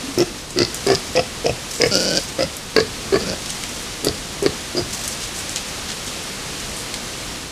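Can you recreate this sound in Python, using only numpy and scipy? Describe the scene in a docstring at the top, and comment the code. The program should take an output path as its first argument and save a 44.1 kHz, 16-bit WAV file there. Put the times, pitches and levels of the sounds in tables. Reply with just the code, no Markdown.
"""A muddy forest clearing, where a wild boar piglet roots about close by. Its short grunts follow the
source-filter principle: flapping throat tissue drives the resonances of throat, mouth and snout, while
mucus clicks in the nostrils. Two longer snores rattle through the nose; one soft grunt sounds further off.
Twigs snap and litter crackles under snout and hooves, and the trunks return a faint echo.
Behind it all, a breeze moves low air and keeps the leaves hissing."""
import sys
import numpy as np
from scipy import signal
from scipy.fft import rfft, irfft, next_fast_len
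from scipy.io import wavfile
from scipy.ndimage import map_coordinates

SR = 44100
rng = np.random.default_rng(int(sys.argv[2]) if len(sys.argv) > 2 else 0)


def put_to_file(sound):
    """Save the sound as 16-bit audio at rate SR, in the file named by the first command-line argument."""
    columns = np.atleast_2d(sound).T  # one column per channel
    safe = np.clip(columns, -1, 1)
    whole_steps = np.round(safe * 32767)
    wavfile.write(sys.argv[1], SR, whole_steps.astype(np.int16))


N = 331191

# Grunts: start_s, end_s, hardest_slap_s, slap_gap_s, slap_fall_db, flutter_db, throat_hz, throat_db,
# mouth_db, snout_hz, snout_db, brightness_db, nostril_hz, nostril_db
GRUNTS = [(0.177, 0.229, 0.204, 0.018, 5, 2, 355, -15.5, -31, 1300, -37.5, 1.5, 5380, -29),
          (0.562, 0.636, 0.603, 0.015, 2.5, -10, 354.5, -19.5, -38, 1320, -33.5, -1, 4790, -26),
          (0.866, 0.941, 0.901, 0.015, 4.5, 1, 389.4, -16.5, -25, 1148, -32, -2, 5080, -29),
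          (1.153, 1.195, 1.193, .02, 5, -4, 504, -16.5, -21.5, 1280, -31, 5, 5060, -28),
          (1.445, 1.505, 1.463, .031, 2.5, -13.5, 484, -20.5, -26.5, 1240, -43, 11.5, 5300, -37),
          (1.8, 1.872, 1.836, .024, 4.5, -12, 474, -18, -31, 1127, -31, 5.5, 5020, -29),
          (2.385, 2.441, 2.407, .016, 2, -12, 531.3, -21, -30.5, 1320, -34.5, -2, 4930, -29),
          (2.763, 2.811, 2.764, .02, 3, -16.5, 440.5, -14.5, -35, 1100, -26, -1, 4580, -26),
          (3.124, 3.174, 3.158, .016, 2.5, -10, 400.4, -15.5, -29, 1133, -31, -4, 4500, -29.5),
          (4.037, 4.098, 4.069, 0.024, 7, -16, 413.7, -24, -36.5, 1290, -42.5, -6, 4650, -33.5),
          (4.424, 4.478, 4.462, 0.02, 16, -14.5, 401.6, -16.5, -39, 1120, -35, -0.5, 4550, -40),
          (4.75, 4.815, 4.781, 0.008, 5, -3, 347.7, -23, -35, 1100, -49, -5, 4880, -27.5)]
# Resonances of the snout: frequency_ratio, level_db, brightness_share
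SNOUT_MODES = [(1, -3.5, -0.77), (1.51, 0.5, -0.14), (1.98, 0, 0.95), (2.55, -8.5, 0.91)]
# Bandwidths of the throat, mouth, four snout and nostril resonances: width_hz
TRACT_WIDTHS = [63, 85, 49.6, 59.5, 191, 202, 254]
# Resonances of the soft walls behind the tongue: centre_hz, width_hz, level_db
PHARYNX_MODES = [(305, 71, -2), (151.6, 21, -1)]
# Snore envelopes, one list each: time_s, throat_db, nostril_db
SNORES = [
    [(1.913, -23, -22), (1.917, -21.5, -21), (1.947, -20.5, -19.5), (2.033, -24, -23.5),
     (2.163, -24, -26.5), (2.175, -19, -16), (2.195, -23.5, -28)],
    [(3.2, -37, -29), (3.214, -31, -34), (3.265, -30.5, -37), (3.298, -27.5, -28), (3.35, -30, -42)],
]
# Throat resonances in a snore: centre_hz, width_hz, level_db
SNORE_THROAT_MODES = [(162, 140, -1), (300, 45, 3), (2500, 200, -10.5)]
# Gliding mouth resonances, one list per snore: start_hz, end_hz, width_hz, level_db
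SNORE_GLIDES = [
    [(525, 565, 87, -1.5), (1380, 1580, 48, -9), (2840, 3060, 170, -8.5)],
    [(444, 600, 92, -1), (259, 63, 50, -2.5), (1270, 1630, 94, -9)],
]
# Nostril resonances in a snore: centre_hz, width_hz, level_db
SNORE_NOSTRIL_MODES = [(4670, 440, 4.5), (5760, 740, -3.5), (7200, 900, -12)]
# Prominent wet clicks in the nostrils: time_s, level_db
CLICKS = [(0.187, -12), (0.2045, -8), (0.588, 0.5), (0.622, -5.5), (0.631, -6), (0.65, -6.5),
          (0.8705, -9.5), (0.921, -8), (0.95, -4), (0.9556, -5.5), (1.162, -8.5), (1.4665, -8), (1.818, 1),
          (2.173, -2.5), (2.7654, -1), (2.803, -8), (4.0705, -11.5), (4.462, -7)]
# Prominent snaps of twigs and dry leaves: time_s, level_db, pitch_hz
SNAPS = [(.185, -6, 13000), (.7452, -5, 11000), (0.87, -4.5, 9700), (2.568, -7.5, 11800),
         (3.46, -9.5, 5200), (3.503, -9.5, 6200), (3.637, -11, 2800), (4.047, 0, 10900),
         (4.427, -13.5, 9050), (5.046, -14, 5960), (5.078, -5, 9000), (5.494, -13, 8150), (5.56, -6, 6440),
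         (6.941, -10.5, 3900)]
# Scuffs of snout and hooves: middle_s, level_db, pitch_hz, width_hz, half_length_s
SCUFFS = [(1.771, -36, 7600, 900, 0.062), (2.29, -33, 5500, 3500, 0.025), (3.501, -28.5, 4000, 5000, 0.025),
          (3.819, -32, 10000, 5000, 0.048), (5.238, -29, 4500, 5000, 0.049),
          (5.386, -29, 9000, 6000, 0.045), (5.571, -27, 3500, 3000, 0.027), (5.905, -28, 3500, 4000, 0.042),
          (6.078, -29.5, 6000, 7000, 0.042), (6.792, -29, 9700, 3500, 0.066)]
# Bouts of rooting: start_s, end_s, level_db
ROOTING_BOUTS = [(0.725, 1.0, -38.5), (1.73, 2.267, -34.5), (3.52, 3.75, -42), (4.93, 5.103, -30.5),
                 (5.3, 5.65, -38)]
# Spectrum of stirred litter: frequency_hz, level_db
LITTER_SPECTRUM = [(1500, -6), (3500, -1), (5500, 6), (8000, 3.5), (11000, -4.5), (15000, -14)]
# Contour of the distant grunt: time_s, pitch_hz, level_db
FAR_GRUNT = [(0.02, 252.5, -63), (0.039, 254, -27), (0.07, 263, -44), (0.088, 282, -26.5), (0.13, 266, -42)]
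# Strength of the breeze, heard as leaf hiss: time_s, level_db
BREEZE_LEVELS = [(0.1, -31.5), (0.5, -35.5), (0.8, -31), (1.3, -32), (2.5, -32.5), (2.66, -34.5),
                 (2.95, -31), (3.6, -31), (4.2, -31.5), (5.6, -30), (7.3, -30.3), (7.5, -33)]
# Spectrum of low moving air: frequency_hz, level_db
AIR_SPECTRUM = [(12, -40), (20, -2.5), (54, 2), (80, -1), (245, -1), (339, -4), (400, -5), (622, -16),
                (1000, -14), (1300, -12.5), (2200, -120)]
# Spectrum of hissing leaves: frequency_hz, level_db
LEAF_SPECTRUM = [(290, -25), (500, 5), (545, 0.5), (676, 0.5), (914, -2), (2430, -0.5), (3630, 0),
                 (4380, -0.5), (6550, -2.5), (10100, -8.5), (14400, -22.5), (15500, -29)]
# Treble loss on the path from the ground: frequency_hz, gain_db
PATH_GAIN = [(6000, 1), (8000, 1), (11000, -7.5), (15000, -16)]
# Reverberation time among the trunks: frequency_hz, t60_s
TRUNK_DECAY = [(150, 0.25), (600, 0.26), (4000, 0.42), (12000, 0.067)]

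MOUTH_HZ, HARDEST_SLAP_DB = 689, -3


def grunts():
    """Resonances scale with length: those of the snout shift together as it stretches between grunts."""
    out = np.zeros(N)
    for start, end, hardest, gap, fall_db, flutter_db, *shape in GRUNTS:
        throat_hz, throat_db, mouth_db, snout_hz, snout_db, bright_db, nose_hz, nose_db = shape
        snout = [(snout_hz * ratio, snout_db + db + share * bright_db) for ratio, db, share in SNOUT_MODES]
        modes = [(throat_hz, throat_db), (MOUTH_HZ, mouth_db), *snout, (nose_hz, nose_db)]
        add(out, start, grunt(start, end, hardest, gap, fall_db, flutter_db, modes))
    return out


def grunt(start, end, hardest, gap, fall_db, flutter_db, modes):
    """Source and filter: soft flutter sustains the throat tone; hard slaps excite the higher resonances."""
    t = start + np.arange(int((end - start + 0.043) * SR)) / SR
    window = gate(t, start, end - .004, fade_s=0.01)
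    slaps = palate_slaps(t, end, hardest, gap, fall_db)
    throat_hz = modes[0][0]
    flaps = amp(flutter_db) * window * flutter(t, throat_hz / 3, jitter=.12, scatter_db=1.0)
    # entrainment: the ringing throat pulls the flaps into step with itself
    beats = np.flatnonzero(flutter(t, throat_hz, jitter=0.062, scatter_db=0))
    locked = np.bincount(beats, np.add.reduceat(flaps, beats), len(t))
    # each slap lets a puff of turbulent air through
    puffs = decay(slaps, tau_s=0.0058) + .08 * window
    air = puffs * rng.standard_normal(len(t))
    sharp = 0.66 * slaps + 0.21 * flaps + 0.049 * air
    throat = highpass(locked + 0.68 * slaps + .013 * air, 0.43 * throat_hz)
    mouth_and_snout = [highpass(sharp, 0.68 * hz) for hz, _ in modes[1:-1]]
    nostrils = highpass(highpass(sharp + 0.098 * air, 2200), 2200)
    forces = [throat, *mouth_and_snout, nostrils]
    # the mouth opens a little, so the tract's resonances climb
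    opening = 1 + 0.054 * (np.clip((t - start) / (end - start), 0, 1) - .5)
    voice = amp(-26.5) * unit(resonate(slaps + 0.58 * flaps + 0.016 * air, PHARYNX_MODES))
    for k, (force, (hz, db), width_hz) in enumerate(zip(forces, modes, TRACT_WIDTHS)):
        voice += (-1) ** k * amp(db) * unit(gliding(force, hz * opening, width_hz))
    voice *= np.sqrt((end - start) * SR / len(t))  # levels refer to the sounding part
    # the chest hums on briefly as the throat relaxes
    hum = gate(t, end, end + 0.011, fade_s=0.031) * rng.standard_normal(len(t))
    chest = amp(-33.5) * unit(highpass(cavity(hum, 145, 110), 75))
    return (voice + chest) * gate(t, start, t[-1] - .012, fade_s=.012)


def palate_slaps(t, end, hardest, gap, fall_db):
    """Impulsive excitation: the soft palate slaps shut, building to its hardest slap and easing off."""
    slaps = np.zeros(len(t))
    for k in range(-2, 3):
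        time = hardest + k * (gap + 0.0004 * rng.standard_normal())
        if t[0] - .004 < time < end:
            add(slaps, time - t[0], amp([HARDEST_SLAP_DB - fall_db * k ** 2]))
    return slaps


def flutter(t, rate_hz, jitter, scatter_db):
    """Flapping tissue makes a quasi-periodic pulse train, uneven in period and amplitude."""
    gaps, sizes = rng.standard_normal((2, 256))
    at = np.round(np.cumsum(np.exp(jitter * gaps)) / rate_hz * SR).astype(int)
    at -= at[0]
    inside = at < len(t)
    return np.bincount(at[inside], amp(scatter_db * sizes)[inside], len(t))


def snores():
    """Forced vibration: a ragged rattle of the palate drives the throat, opening mouth and wet nostrils."""
    out = np.zeros(N)
    for envelope, glides in zip(SNORES, SNORE_GLIDES):
        start, end = envelope[0][0], envelope[-1][0]
        t = np.arange(start, end + .01, 1 / SR)
        throat_db, nostril_db = curves(envelope, t)
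        rattle = flutter(t, rate_hz=190, jitter=.13, scatter_db=2.6)
        force = rattle + 0.013 * rng.standard_normal(len(t))
        throat = amp(-4.5) * unit(highpass(cavities(force, SNORE_THROAT_MODES), 120))
        for start_hz, end_hz, width_hz, db in glides:
            mouth = gliding(highpass(force, 0.67 * start_hz), np.linspace(start_hz, end_hz, len(t)), width_hz)
            throat += amp(db - 1.5) * unit(mouth)
        spray = decay(rattle, tau_s=.0009) * rng.standard_normal(len(t))
        nose = cavities(rattle + .14 * spray, SNORE_NOSTRIL_MODES)
        snore = amp(throat_db) * throat + amp(nostril_db) * unit(highpass(nose, 4400))
        add(out, start, snore * gate(t, start + 0.0032, end - .002, fade_s=0.005))
    return out


def nostril_clicks(extra_db=-10.5, spread_db=6.5):
    """Impulse response: bursting mucus films ring the nose at the nearest grunt's nostril resonance."""
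    out, t = np.zeros(N), np.arange(SR // 30) / SR
    starts, ends, *_, nose_hz, _ = np.transpose(GRUNTS)
    extras = [(rng.uniform(start, end), rng.normal(extra_db, spread_db)) for start, end in zip(starts, ends)]
    for time, db in CLICKS + extras:
        burst = 0.1 * amp(-60 * t / 0.014) * rng.standard_normal(len(t))
        burst[0] += 1
        nearest = np.argmin(np.abs(starts - time))
        click = highpass(cavity(burst, nose_hz[nearest], width_hz=590), 3100)
        add(out, time, amp(db) * click / np.abs(click).max())
    return out


def snaps(faint_count=8, faint_db=-20.5, faint_hz=7150):
    """Brittle fracture: a twig or leaf releases its strain in a sharp crack and a short crumble."""
    out, t = np.zeros(N), np.arange(SR // 20) / SR
    faint = [(rng.uniform(0, N / SR), rng.normal(faint_db, 2.2), faint_hz * rng.lognormal(0, 0.27))
             for _ in range(faint_count)]
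    for time, db, hz in SNAPS + faint:
        crack, crumble = amp(-60 * t / 0.0067), 0.2 * amp(-60 * t / 0.16)
        fracture = (crack + crumble) * rng.standard_normal(len(t))
        snap = highpass(resonate(fracture, [(hz, 2800, 0), (8000, 7000, -11)]), 1500)
        add(out, time, amp(db) * snap / np.abs(snap).max())
    return out


def scuffs(cracks_per_s=2500):
    """Shot noise: each push through the litter swells and fades as a cloud of tiny independent cracks."""
    out = np.zeros(N)
    for middle, db, hz, width_hz, half_length in SCUFFS:
        swell = np.hanning(int(2 * half_length * SR))
        cracks = (rng.random(len(swell)) < cracks_per_s / SR) * rng.standard_normal(len(swell))
        add(out, middle - half_length, amp(db) * swell * unit(resonate(cracks, [(hz, width_hz, 0)])))
    return out


def rooting(t, attack_s=.08, settle_s=0.16, rest_db=-44, grains_per_s=220):
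    """Incoherent sources add in power: the snout stirs grains of litter in bouts, over a faint rustle."""
    power = amp(rest_db) ** 2
    for start, end, db in ROOTING_BOUTS:
        rise = np.clip((t - start) / attack_s + 1, 0, 1)
        settle = np.exp(-np.maximum(t - end, 0) / settle_s)
        power += (amp(db) * rise * settle) ** 2
    grains = (rng.random(N) < grains_per_s / SR) * rng.random(N) ** 2
    crumble = decay(grains, tau_s=0.014) + 0.13
    level = np.sqrt(power) * amp(1.5 * wobble(16))
    return level * unit(colour(crumble * rng.standard_normal(N), LITTER_SPECTRUM))


def far_grunt(t):
    """A soft closed-mouth note, nearly a pure tone: one sinusoid gliding in pitch and level."""
    hz, db = curves(FAR_GRUNT, t)
    tone = np.sqrt(2) * np.sin(2 * np.pi * np.cumsum(hz) / SR)
    return amp(db) * tone * gate(t, FAR_GRUNT[0][0], FAR_GRUNT[-1][0], fade_s=0.017)


def breeze(t, air_mean_db=-35.5, air_coupling=0.46):
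    """Flow noise: one breeze modulates the hiss of the leaves and, more weakly, the low moving air."""
    leaf_db, = curves(BREEZE_LEVELS, t)
    air_db = air_mean_db + air_coupling * (leaf_db - leaf_db.mean())
    air = amp(air_db + 0.81 * wobble(6.4)) * unit(colour(rng.standard_normal(N), AIR_SPECTRUM))
    leaves = amp(leaf_db + 0.34 * wobble(8.1)) * unit(colour(rng.standard_normal(N), LEAF_SPECTRUM))
    return air + leaves


def trunk_echo(x):
    """Scattering from the trunks leaves a short diffuse tail, each band decaying at its own rate."""
    hz, t, bands = signal.stft(rng.standard_normal(SR // 2), SR, nperseg=256)
    bands = bands * amp(-60 * t / along(TRUNK_DECAY, hz)[:, None])
    _, tail = signal.istft(bands, SR, nperseg=256)
    return signal.fftconvolve(x, np.pad(tail, (400, 0)) / np.linalg.norm(tail))[:N]


def cavity(x, hz, width_hz):
    """An air cavity resonates at hz and attenuates what lies above."""
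    return filtered(x, lambda f: hz * width_hz / (hz * hz - f * f + 1j * f * width_hz))


def cavities(x, modes):
    """Cavity modes add in parallel, alternating in sign."""
    return sum((-1) ** k * amp(db) * cavity(x, hz, width) for k, (hz, width, db) in enumerate(modes))


def gliding(x, hz, width_hz):
    """A damped resonator whose natural frequency moves while it rings."""
    turn = np.exp(2j * np.pi * np.cumsum(hz) / SR)
    return np.imag(turn * decay(x / turn, tau_s=1 / (np.pi * width_hz)))


def resonate(x, modes):
    """Band-pass resonances add in parallel."""
    return filtered(x, lambda f: sum(amp(db) * 1j * f * width / (hz * hz - f * f + 1j * f * width)
                                     for hz, width, db in modes))


def decay(x, tau_s):
    """Each impulse relaxes exponentially."""
    return signal.lfilter([1], [1, -np.exp(-1 / (tau_s * SR))], x)


def highpass(x, hz):
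    """A causal second-order low cut."""
    return signal.sosfilt(signal.butter(2, min(hz, SR / 4), "high", fs=SR, output="sos"), x)


def filtered(x, response):
    """Linear filtering multiplies the spectrum by a frequency response."""
    size = next_fast_len(len(x) + 8192)
    return irfft(rfft(x, size) * response(np.fft.rfftfreq(size, 1 / SR)), size)[:len(x)]


def colour(x, spectrum):
    """Zero-phase filtering by a curve in decibels."""
    return filtered(x, lambda hz: amp(along(spectrum, hz)))


def along(points, hz):
    """Interpolation on a logarithmic frequency axis."""
    frequencies, values = np.transpose(points)
    return np.interp(np.log(hz + 1), np.log(frequencies + 1), values)


def curves(rows, t):
    """Linear interpolation in time, one curve per later column."""
    times, *columns = np.transpose(rows)
    return [np.interp(t, times, column) for column in columns]


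def wobble(knots_per_s):
    """Smooth random modulation."""
    knots = rng.standard_normal(int(N * knots_per_s / SR) + 4)
    return map_coordinates(knots, [np.arange(N) * knots_per_s / SR])


def gate(t, start, end, fade_s):
    """A trapezoidal envelope, 1 from start to end."""
    return np.clip((t - start) / fade_s + 1, 0, 1) * np.clip((end - t) / fade_s + 1, 0, 1)


def amp(db):
    """Decibels to amplitude ratio."""
    return 10 ** (np.asarray(db) / 20)


def unit(x):
    """Normalisation to rms 1."""
    return x / np.sqrt(np.mean(x ** 2) + 1e-20)


def add(out, start_s, x):
    """Superposition of x on out."""
    i = max(round(start_s * SR), 0)
    out[i:i + len(x)] += x[:len(out) - i]


def scene():
    """Direct sound, echo and forest background superpose, alike in both channels."""
    t = np.arange(N) / SR
    piglet = colour(grunts() + snores() + nostril_clicks() + snaps() + scuffs(), PATH_GAIN)
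    mono = piglet + amp(-14.5) * trunk_echo(piglet) + far_grunt(t) + breeze(t) + rooting(t)
    return np.array([mono, mono])


def record(dry, top_hz=15250):
    """Hard clipping flattens peaks beyond full scale; band limiting removes the highest treble."""
    return np.array([filtered(channel, lambda hz: hz < top_hz) for channel in np.clip(dry, -1, 1)])


dry = scene()
out = record(dry)
put_to_file(out)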